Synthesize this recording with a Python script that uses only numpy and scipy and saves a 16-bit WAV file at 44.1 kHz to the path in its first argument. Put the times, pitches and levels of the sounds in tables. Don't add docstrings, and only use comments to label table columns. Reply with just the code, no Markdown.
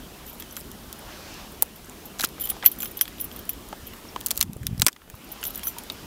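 import sys
import numpy as np
from scipy import signal
from scipy.fft import rfft, irfft, next_fast_len
from scipy.io import wavfile
from scipy.ndimage import uniform_filter1d

SR = 44100
rng = np.random.default_rng(int(sys.argv[2]) if len(sys.argv) > 2 else 0)


def gain_from_decibels(decibels):
    exponent = np.asarray(decibels, float) / 20
    return 10 ** exponent


def generate_wav(signal):
    frames = np.transpose(np.atleast_2d(signal))
    scaled = np.clip(frames, -1, 1) * 32767
    pcm = np.round(scaled).astype(np.int16)
    wavfile.write(sys.argv[1], SR, pcm)


N = 267230

# freq_hz, density_db [dB per Hz]
HISS_COLOUR = [(1500, -46), (4000, -3), (8000, -2), (13500, 0.5), (15500, -0.5), (16200, -25)]
RUMBLE_COLOUR = [(15, -39), (30, -2.5), (65, -1), (120, -8), (220, -3.5), (400, -8), (650, -19),
                 (1500, -29)]
BREATH_COLOUR = [(300, -9.5), (600, 1.5), (1200, -0.5), (2200, -5), (3100, -3.5), (4500, -13),
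                 (7000, -14.5), (11000, -39)]
# start_s (the middle), half_length_s, level_db (over the air)
HUFFS = [
    (1.15, 0.17, 3.5),
    (1.377, 0.14, 4.5),
    (2.526, 0.083, 3),
    (3.376, 0.051, 2),
    (4.095, 0.15, 0),
    (5.39, 0.24, 3.5),
    (5.996, 0.38, 2.5),
]
# start_s, depth_db
DUCKS = [
    (1.6, 2),
    (4.4, 8),
    (4.66, 2),
    (4.85, 11),
]
# start_s, peak_db,
# pitch_hz, t60_s
TINKLES = [(0.2617, -43, 11940, 0.15), (0.2783, -47, 6010, 0.056), (0.3446, -51, 10570, 0.09),
           (0.3457, -46, 12150, 0.047), (0.5087, -42, 5980, 0.046), (0.5087, -44, 11950, 0.049),
           (0.6705, -47, 13300, 0.04), (2.5101, -35, 10680, 0.037), (2.5261, -38, 10520, 0.03),
           (2.6753, -21, 14310, 0.057), (2.7183, -42, 10600, 0.061), (2.8212, -33, 7220, 0.025),
           (2.8436, -41, 6320, 0.047), (2.8599, -37, 10660, 0.037), (2.8759, -39, 14300, 0.066),
           (3.012, -27, 6030, 0.059), (5.766, -39.5, 940, 0.13), (3.1804, -41, 12110, 0.045),
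           (3.1934, -43, 10770, 0.15), (3.243, -49, 7330, 0.04), (3.3218, -44, 12020, 0.088),
           (3.4918, -42, 7340, 0.046), (3.8696, -35, 13100, 0.053), (3.9348, -44, 11930, 0.061),
           (4.087, -40, 5490, 0.035), (4.246, -44, 12070, 0.044), (4.3113, -16, 7150, 0.011),
           (4.3486, -43, 6190, 0.034), (2.437, -36.5, 3050, 0.095), (5.413, -45, 10660, 0.065),
           (5.4382, -31, 12000, 0.041), (5.5003, -47, 7260, 0.035), (5.5747, -40, 12120, 0.11),
           (5.638, -42, 5490, 0.035), (5.669, -31.5, 6040, 0.075), (5.6852, -39, 7330, 0.065),
           (5.6853, -31, 13210, 0.083), (5.7846, -36, 10530, 0.044), (5.9194, -45, 11920, 0.045)]
# start_s, peak_db, centre_hz
CHIPS = [(0.2667, -35, 8400), (0.3308, -33, 12700), (0.3455, -37, 12800), (0.3837, -32, 12000),
         (0.51, -33, 9100), (0.5571, -34, 9870), (0.5938, -31, 11300), (0.5983, -37, 9900),
         (0.6036, -26, 10700), (0.6101, -30, 7500), (0.988, -36, 10100), (0.9926, -27.5, 10700),
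         (1.3417, -31, 8200), (1.5208, -33, 10200), (1.5245, -34, 10900), (1.6185, -32, 10600),
         (1.6515, -40, 11400), (1.6601, -30.5, 12900), (1.8457, -35, 7600), (1.8582, -33, 12000),
         (1.8965, -28.5, 10200), (2.1872, -27, 8600), (2.232, -23, 10600), (2.2727, -26, 12200),
         (2.4498, -35, 11900), (2.4866, -35, 10700), (2.5022, -11.5, 13460), (2.6373, -33, 11600),
         (2.6461, -28, 13700), (2.7158, -23, 13000), (2.7406, -38, 10200), (2.7518, -32, 12900),
         (2.762, -35, 9600), (2.8035, -30, 12200), (2.8337, -26, 12300), (2.8483, -23, 12900),
         (2.8565, -26, 12700), (2.9168, -31, 10700), (3.0551, -34, 7900),
         (3.1946, -34, 11800), (3.2097, -23, 14200), (3.2425, -23, 13000), (3.2491, -34, 12500),
              (3.4538, -29, 11900), (3.5333, -24.5, 12400), (3.688, -28.5, 8700), (3.7276, -42, 7600),
              (3.8663, -31, 10300), (3.878, -38, 12100), (3.9355, -40, 10400), (3.9864, -36, 10800),
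              (4.1918, -36, 8600), (4.2064, -24, 12400), (4.2388, -35, 10000), (4.247, -38, 11300),
              (4.2769, -32, 11600), (4.2892, -30, 12600), (4.3028, -38, 11900), (4.3258, -33, 11800),
              (4.3354, -36, 11100), (4.3503, -29, 10600), (4.3693, -33, 11200), (4.3931, -24, 11900),
              (4.4014, -38, 11300), (4.4227, -30, 11700), (4.5679, -31, 10900),
         (4.6346, -36, 11300), (4.7915, -39, 12100), (4.7978, -22, 10200), (4.8392, -31, 7000),
              (4.8473, -25, 8850), (4.8318, -31, 6500), (4.8599, -29, 9400), (4.871, -5, 9550),
              (4.8934, -37, 9500), (4.9201, -39, 9400), (4.9307, -41, 8700), (5.2916, -37, 9350),
              (5.3176, -28, 13900), (5.3222, -39, 13900), (5.5775, -27, 12600), (5.4132, -33, 9100),
              (5.4492, -28, 12800), (5.5368, -33, 12100), (5.5445, -29, 11000), (5.5942, -26, 11500),
              (5.6372, -29, 8200), (5.6556, -27, 11900), (5.6597, -32, 12400), (5.664, -31, 12300),
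              (5.696, -30, 12500), (5.7848, -31, 11800), (5.7982, -38, 8200), (5.8368, -25.5, 11200),
              (5.4985, -31.5, 10500), (5.8997, -28, 8700)]
TAG_MODE_HZ = [11925, 12180, 10540, 10140, 6020, 13230, 7250, 10850, 5500, 3030, 14290, 14375]
# level_db, t60_s
TAG_MODE_RING = [(-0.2, 0.058), (-1.5, 0.053), (1.5, 0.053), (-4.5, 0.048), (-12, 0.063), (0.5, 0.065),
                 (-9, 0.054), (-6, 0.076), (-19, 0.076), (-22, 0.044), (7, 0.053), (3, 0.041)]
TAG_MODE_GROUP = [0, 0, 1, 1, 1, 2, 2, 3, 3, 3, 3, 3]
# start_s, face_db, rim_db (over face), small_tag_db (over face), ring_length (factor)
NODS = [(.2761, -45.5, -3, -7, 2.1), (.296, -38, -17, -12, .7), (.329, -57, 2, 17, 0.8),
        (.3985, -37.5, 3, 1, 0.54), (.5245, -36, -9, -22, 0.46), (.5675, -48, -7, 11.5, 3),
        (1.7583, -44.5, -7, 4, 0.55), (2.055, -49, -8, 12, .8), (3.0775, -41, -7, -7, 0.67),
        (3.201, -34, -7, -9, .9), (3.21, -50.5, 22, -3, 1), (3.242, -39.5, 5.5, -16, 0.92),
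        (3.3617, -48, 12, -6, 0.5), (3.39, -36.5, -1, -16, 0.44), (3.4918, -22, -5, -24, 0.68),
        (3.5314, -54, -7, 16.5, 0.53), (3.8692, -41.5, -3, 3, 0.66)]
SHAKE = [(2.398, -36, 1, 1, .9), (2.4086, -26, -19, -15, 0.87), (2.4152, -36, 2, -13, 1.2),
         (2.438, -36, -1, 8, 1.7), (2.454, -31, 3, -30, 0.69), (2.4714, -42, -4, 0, 1),
         (2.489, -40, 6, 5, 1.2), (2.498, -32.5, 10, -1, 0.92), (2.5022, -30, -3, -25, 0.49),
         (2.6447, -43, 9, -2, .45), (2.6523, -26, 2, 0, .55), (2.66, -5, -25, -18, 0.83),
         (2.674, -59, 28, -1, 0.59), (2.7153, -29.5, -7, -16, 0.84), (2.786, -31, -13, -8, 0.6),
         (2.803, -33, -9, 2, 1.3), (2.82, -37, 3, 8, 0.75), (2.8286, -33.5, -2, 0, 0.8),
         (2.843, -42, 11, 8, 0.65), (2.8554, -42, 8, -4, 0.68), (2.873, -49, 5, -13, 1.4),
         (2.911, -45.5, 0, -6, 0.92), (2.9707, -25.5, -13, -20, 0.7), (3.011, -18, -1.5, -8, 0.89)]
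TOSS = [(5.1512, -62, 12, -1, 0.71), (5.242, -54, -1, 10, 0.68), (5.317, -47.5, 13, -5, 0.76),
        (5.4374, -40, 1, 8, 1.2), (5.4537, -31, -18, -6, 2.5), (5.4665, -35, 2, -14, 1.1),
        (5.504, -30.5, -14, -14, 0.47), (5.5352, -55, -2, 7, 1.8), (5.5562, -22, -13, -24, 0.4),
        (5.575, -46, 5, 3, 1.1), (5.634, -32.5, -10, -20, 2.6), (5.6531, -34, -9, -25, 1.8),
        (5.6695, -28.5, -3.5, -6, 1.9), (5.6808, -35, -11, -13, 1.4), (5.7829, -38.5, -8, 1, 0.62),
        (5.9193, -48, 9, -5, 0.48)]
FUR_LANDINGS = [.304, .408, .586, 2.466, 2.513, 2.683, 2.792, 3.022, 3.218, 3.256, 3.508, 5.479, 5.512,
                5.562, 5.584, 5.701, 5.792]
# start_s, body_db, brightness_db, pitch_hz
RING_TICKS = [(0.399, -34, -9, 3000), (0.406, -33, -11, 3400), (0.4222, -28.5, -2.5, 3260),
              (2.472, -28, -4, 3020), (2.4993, -31, -5, 2900), (2.6252, -26, -23, 3300),
              (2.6414, -25, -22, 2000), (2.653, -21.5, -22, 2700), (2.66, -9.5, -12, 2920),
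              (2.8025, -30, -9, 3370), (2.8207, -33, 6, 3060), (2.829, -29, -2, 2650),
              (2.856, -25.5, -1, 3150), (2.9908, -28.5, -4, 3670), (3.0104, -14.5, 2, 3230),
              (3.054, -27, -16, 3400), (3.0777, -26.5, -16, 3350), (3.1825, -33, -18, 3340),
              (3.1978, -32, -12, 3500), (3.314, -33, -7, 3240), (3.4924, -27.5, -11, 2620),
              (3.934, -33.5, -30, 2860), (5.4281, -24, -6, 2960), (5.4377, -25.5, 3.5, 3100),
              (5.4515, -26, 3.5, 3460), (5.548, -36, 6, 3480), (5.593, -31.5, -12, 2880),
              (5.632, -28.5, -2, 3400), (5.7838, -31.5, 7, 3240), (5.8988, -19, -17, 3740)]
# start_s, wood_db, brightness_db, pitch_hz
TUG_CRACKS = [(0.5658, -25, -3, 3210), (0.7147, -42, 7, 3400), (0.9269, -34, 7, 3540),
              (1.6224, -21, 16, 3600), (2.1918, -25, -10, 4300), (2.196, -21, -6, 4000),
              (2.199, -25, -16, 4000), (2.2067, -21.5, 0, 4400), (2.2095, -18, -22, 3800),
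              (2.215, -22.5, -4, 4030), (2.226, -29, 0, 1860), (2.2352, -22.5, 2, 1750),
              (2.2392, -15.5, -16, 1742), (2.2442, -20, 4.5, 5090), (2.2477, -18, 0, 4000),
              (2.257, -29, -10, 5080), (2.288, -40, 5, 4360)]
CHEW_CRACKS = [(3.9672, -52, 9, 2870), (4.21, -30.5, -3, 3290), (4.2609, -20.5, 4, 4830),
               (4.266, -22.5, 3, 4680), (4.2837, -38, 8, 4240), (4.3064, -16.5, -2, 3430),
               (4.3118, -16, 0, 4430), (4.357, -37, 3, 4160), (4.3674, -39, 8, 4400),
               (4.375, -20.5, 3, 4700), (4.381, -34, -1, 4330), (4.3917, -42, 9, 4750),
               (4.405, -27, 4, 4000), (4.41, -9.5, -1, 4180), (4.4259, -18, 3, 3440),
               (4.5315, -37, 1, 3780), (4.6307, -37.5, -5, 1750), (4.6668, -18.5, 0.5, 3600),
               (4.778, -39.5, -1, 5100), (4.7964, -24.5, -2, 3970), (4.811, -39, 5, 1930),
               (4.8182, -4.5, -6, 4030), (4.8642, -3.5, -3, 3420), (4.871, -22, -20, 1756),
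               (4.8821, -12, -2, 1900), (4.928, -37, -5, 3500), (4.962, -36.5, -22, 2000),
               (5.099, -38, 0.5, 1785)]
# start_s, level_db, jaw_pitch_hz
BITES = [(0.57, -28, 1450), (1.624, -21.5, 864), (2.196, -22, 1656), (2.224, -29, 1622), (2.238, -14, 1387),
         (2.38, -35, 1250), (2.516, -32.5, 665), (2.565, -30, 845), (2.63, -31, 1320), (2.634, -24.5, 920),
         (2.626, -26.5, 1630), (2.832, -29.5, 1430), (3.01, -26, 1550), (3.727, -22, 866), (4.05, -37, 945),
         (4.1605, -16, 1045), (4.311, -27.5, 890), (4.41, -28, 1040), (4.426, -33, 546), (4.566, -45, 541),
         (4.818, -20, 1520), (4.82, -23.5, 990), (4.868, -23, 1030), (5.076, -45, 1450), (2.2, -27.5, 774),
         (4.865, -16, 1003), (5.017, -41, 1330), (5.141, -36.5, 1020), (5.429, -34.5, 1400),
         (5.669, -29.5, 570), (5.776, -37, 930)]
# low_hz, high_hz, burst_t60_s, level_db, ring_share (factor), ring_t60_s
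CRACK_PARTS = [
    (696, 1880, 0.027, 4, 1.04, 0.02),
    (1750, 5140, 0.0013, 4, 0.77, 0.011),
    (4960, 8250, 0.0035, 4.5, 0.2, 0.0043),
    (8700, 16300, 0.0032, 7.5, 0.66, 0.0029),
]
# start_s, peak_db, pitch_hz
PUFFS = [(4.3973, -30, 67), (4.459, -40, 84), (4.4679, -31.5, 209), (4.4988, -23.5, 155), (4.566, -31, 97),
         (4.6168, -26.5, 97), (4.632, -32, 142), (4.665, -27, 77.8), (4.6903, -25.5, 122),
         (4.7135, -23.5, 135), (4.7316, -18.5, 127), (4.7492, -29, 142), (4.783, -30, 125),
         (4.801, -17, 105), (4.829, -20, 157), (4.844, -27.5, 103), (5.144, -33.5, 91),
         (2.2421, -22.5, 310), (4.868, -23, 298), (4.885, -29, 330), (4.821, -32, 350), (4.565, -29.5, 410)]


def unit(x):
    return x / np.sqrt(np.mean(x ** 2) + 1e-20)


def filtered(x, response):
    m = next_fast_len(N + 8192)
    return irfft(rfft(x, m) * response(np.fft.rfftfreq(m, 1 / SR)), m)[:N]


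def rush(colour, patchy_db):
    z = signal.stft(rng.standard_normal(N), nperseg=512)[2]
    patches = uniform_filter1d(rng.standard_normal(z.shape), size=10, axis=1)
    patches = unit(uniform_filter1d(patches, size=6, axis=0))
    x = signal.istft(z * gain_from_decibels(patchy_db * patches), nperseg=512)[1][:N]
    f, db = np.transpose(colour)
    return unit(filtered(x, lambda hz: gain_from_decibels(np.interp(np.log(hz + 1), np.log(f), db, -90, -90))))


def wobble(shape, rate, length):
    knots = rng.standard_normal((*shape, int(length * rate / SR) + 2))
    at = np.arange(length) * rate / SR
    i, blend = at.astype(int), at % 1
    return knots[..., i] * (1 - blend) + knots[..., i + 1] * blend


def add(track, s, sound):
    track[round(s * SR):][:len(sound)] += sound


def bed_levels():
    t = np.arange(N) / SR
    duck_db, huff_db = np.zeros((2, N))
    for s, depth_db in DUCKS:
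        u = np.maximum(t - s, 0) / 0.11
        duck_db += depth_db * u * np.exp(1 - u)
    for s, half_s, db in HUFFS:
        huff_db += db * np.exp(-((t - s) / half_s) ** 2)
    hiss_db = -58 + 0.12 * huff_db - 0.79 * duck_db
    rumble_db = -46.5 + 0.12 * wobble((), 2.3, N) - duck_db
    air_db = -51.5 + huff_db - duck_db
    return hiss_db, rumble_db, air_db


def yard():
    hiss_db, rumble_db, breath_db = bed_levels()
    hiss = gain_from_decibels(hiss_db + 6.0) * rush(HISS_COLOUR, patchy_db=-0.4)
    rumble = gain_from_decibels(rumble_db + 1.0) * rush(RUMBLE_COLOUR, patchy_db=1.5)
    breath = gain_from_decibels(breath_db + 2.0) * rush(BREATH_COLOUR, patchy_db=2.0)
    jet = rush([(2500, -20), (3500, -1.5), (5500, -1), (9000, -16)], patchy_db=0.5)
    return hiss + rumble + breath + gain_from_decibels(2 * (breath_db + 46) - 48.5) * jet


def tinkles():
    out, t = np.zeros(N + SR), np.arange(SR // 9) / SR
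    rise = 1 - np.exp(-t / 0.00055)
    for s, db, hz, t60 in TINKLES:
        level_db = db + 2.0 - 60 * t / max(t60, .01) + 2.5 * wobble((), 300, len(t))
        add(out, s, gain_from_decibels(level_db) * np.sin(2 * np.pi * hz * t) * rise)
    return out[:N]


def chips():
    out, t = np.zeros(N + SR), np.arange(SR // 80) / SR
    rise = 1 - np.exp(-t / 0.000081)
    for s, db, centre_hz in CHIPS:
        spread, phase = rng.standard_normal((2, 10, 1))
        hz = np.clip(1.1 * centre_hz * np.exp(0.256 * spread), 2500, 15600)
        t60 = 0.0052 * 10000 / hz
        partials = gain_from_decibels(-60 * t / t60) * np.sin(2 * np.pi * hz * t + 2 * phase)
        tick = partials.sum(0) * rise
        add(out, s, gain_from_decibels(db) * tick / np.abs(tick).max())
    return out[:N]


def contacts():
    s, face_db, rim_db, small_db, length = np.transpose(sorted(NODS + SHAKE + TOSS))
    bend_db = face_db + rim_db / 2 - 2.5 + 0.5 * np.log2(np.maximum(length, .1))
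    return np.transpose([s, face_db, bend_db, face_db + small_db, face_db + rim_db, length])


def tags():
    out, chatter, rattle = np.zeros((3, N + SR))
    t = np.arange(SR // 9) / SR
    rise = 1 - np.exp(-(t / 0.00088) ** 2)
    hz, (db, t60) = np.c_[TAG_MODE_HZ], np.transpose(TAG_MODE_RING)[..., None]
    rows = contacts()
    gaps = np.diff(rows[:, 0], append=N / SR)
    for (s, *levels_db, ring_length), gap in zip(rows, gaps):
        length = max(ring_length, .15)
        detune, scatter, phase = rng.standard_normal((3, len(hz), 1))
        strength_db = np.take(levels_db, TAG_MODE_GROUP)[:, None] + db + 2 * scatter - .6
        fading_db = 60 * t / (t60 * length)
        fading_db = fading_db + 60 * np.maximum(t - gap, 0) / 0.1
        fur_s = min([f for f in FUR_LANDINGS if f > s] + [N / SR])
        fading_db = fading_db + 3 * np.clip((s + t - fur_s) / .006, 0, 1)
        decay = gain_from_decibels(-fading_db) + gain_from_decibels(-18 - fading_db / 2.4)
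        flicker_db = 3.1 * wobble((len(hz),), 334, len(t))
        tone = np.sin(2 * np.pi * hz * (1 + .0013 * detune) * t + 2 * phase)
        ring = gain_from_decibels(strength_db + flicker_db) * decay * tone
        add(out, s, ring.sum(0) * rise)
        add(chatter, s, gain_from_decibels(0.57 * np.median(levels_db) - 16.0 - 60 * t / 0.087))
        add(rattle, s, gain_from_decibels(max(levels_db) - 7.5 - 60 * t / (0.074 * length)))
    knocks = (rng.random(N) < 1100 / SR) * rng.standard_normal(N) * chatter[:N]
    wire = signal.lfilter(*signal.iirpeak(3250, 7.5, SR), knocks)
    grit = signal.lfilter(*signal.iirpeak(12500, 1.5, SR), knocks)
    scrape = rattle[:N] * rush([(3000, -20), (8000, -22.5), (10500, -11), (12000, -2.0),
                                (14500, -9), (15800, -8)], patchy_db=-7)
    return out[:N] + gain_from_decibels(21.0) * wire + gain_from_decibels(-12.0) * grit + scrape


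def cracks():
    rows = []
    for s, db, bright, hz in TUG_CRACKS + CHEW_CRACKS:
        rows.append((s, db - 19.5, db, db + 0.33 * bright + 2, db + bright + 4, hz))
    for s, db, bright, hz in RING_TICKS:
        rows.append((s, db - 16.5, db, db + bright - 0.5, db + bright - 1.1, hz))
    for s, db, hz in BITES:
        rows.append((s, *(db - 1.5 - 7.5 * np.arange(4)), hz))
    return rows


def twig():
    out, t = np.zeros(N + SR), np.arange(SR // 25) / SR
    bands = [signal.butter(2, [lo, hi], "band", fs=SR) for lo, hi, *_ in CRACK_PARTS]
    rise = 1 - np.exp(-(t / 0.00019) ** 2)
    width = 1.372
    for s, *levels_db, body_hz in cracks():
        splinters = gain_from_decibels(-18.0 - 60 * t / 0.026 + 3.3 * wobble((), 920, len(t)))
        for level_db, band, part in zip(levels_db, bands, CRACK_PARTS):
            lo, hi, burst_t60, db, share, ring_t60 = part
            noise = rng.standard_normal(len(t))
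            centre_hz = lo + (hi - lo) * (0.333 + 0.28 * rng.random())
            if lo <= body_hz < hi:
                centre_hz, share = body_hz, 1.09 * share
                band = signal.butter(2, [body_hz / width / width, body_hz * width], "band", fs=SR)
            burst = signal.lfilter(*band, noise * rise * (gain_from_decibels(-60 * t / burst_t60) + splinters))
            knock = rise * gain_from_decibels(-60 * t / ring_t60) * np.sin(2 * np.pi * centre_hz * t)
            sound = burst / np.abs(burst).max() + share * knock / np.abs(knock).max()
            add(out, s + .0009, gain_from_decibels(level_db + db - 3) * sound / np.abs(sound).max())
    return out[:N]


def gust():
    out, t = np.zeros(N + SR), np.arange(-SR // 25, SR // 25) / SR
    for s, db, hz in PUFFS:
        u = (2.95 * hz * t) ** 2
        add(out, s + t[0], gain_from_decibels(db) * (1 - 2 * u) * np.exp(-u))
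    inside = np.digitize(np.arange(N) / SR, (4.42, 4.86)) == 1
    blowing = uniform_filter1d(1. * inside, size=SR // 30)
    level = gain_from_decibels(-43.5 + 3.1 * wobble((), 25, N))
    buffeting = rush([(30, -12), (110, -1.0), (260, -6.5), (600, -34)], patchy_db=1.0)
    return out[:N] + level * blowing * buffeting


def scene():
    return (yard() + tinkles() + chips() + tags() + twig() + gust())[None]


def band_limit(x):
    return signal.sosfilt(signal.butter(12, 16860, fs=SR, output="sos"), x)


def record(dry):
    x = dry[0] / (1 + np.abs(dry[0]) ** 8) ** (1 / 8)
    top_hz = 15800
    low = filtered(x, lambda hz: gain_from_decibels(np.clip((top_hz - hz) / 5, -40, 0)))
    high = x - low
    power = np.abs(uniform_filter1d(high ** 2, size=200))
    earlier = np.roll(np.abs(uniform_filter1d(power, size=1200)), 800)
    sudden = power > 12 * earlier + gain_from_decibels(-104)
    x = low + gain_from_decibels(-15) * high * uniform_filter1d(1. 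* sudden, size=200)
    return band_limit(np.clip(x, -1, 1)[None])


dry = scene()
out = record(dry)
generate_wav(out)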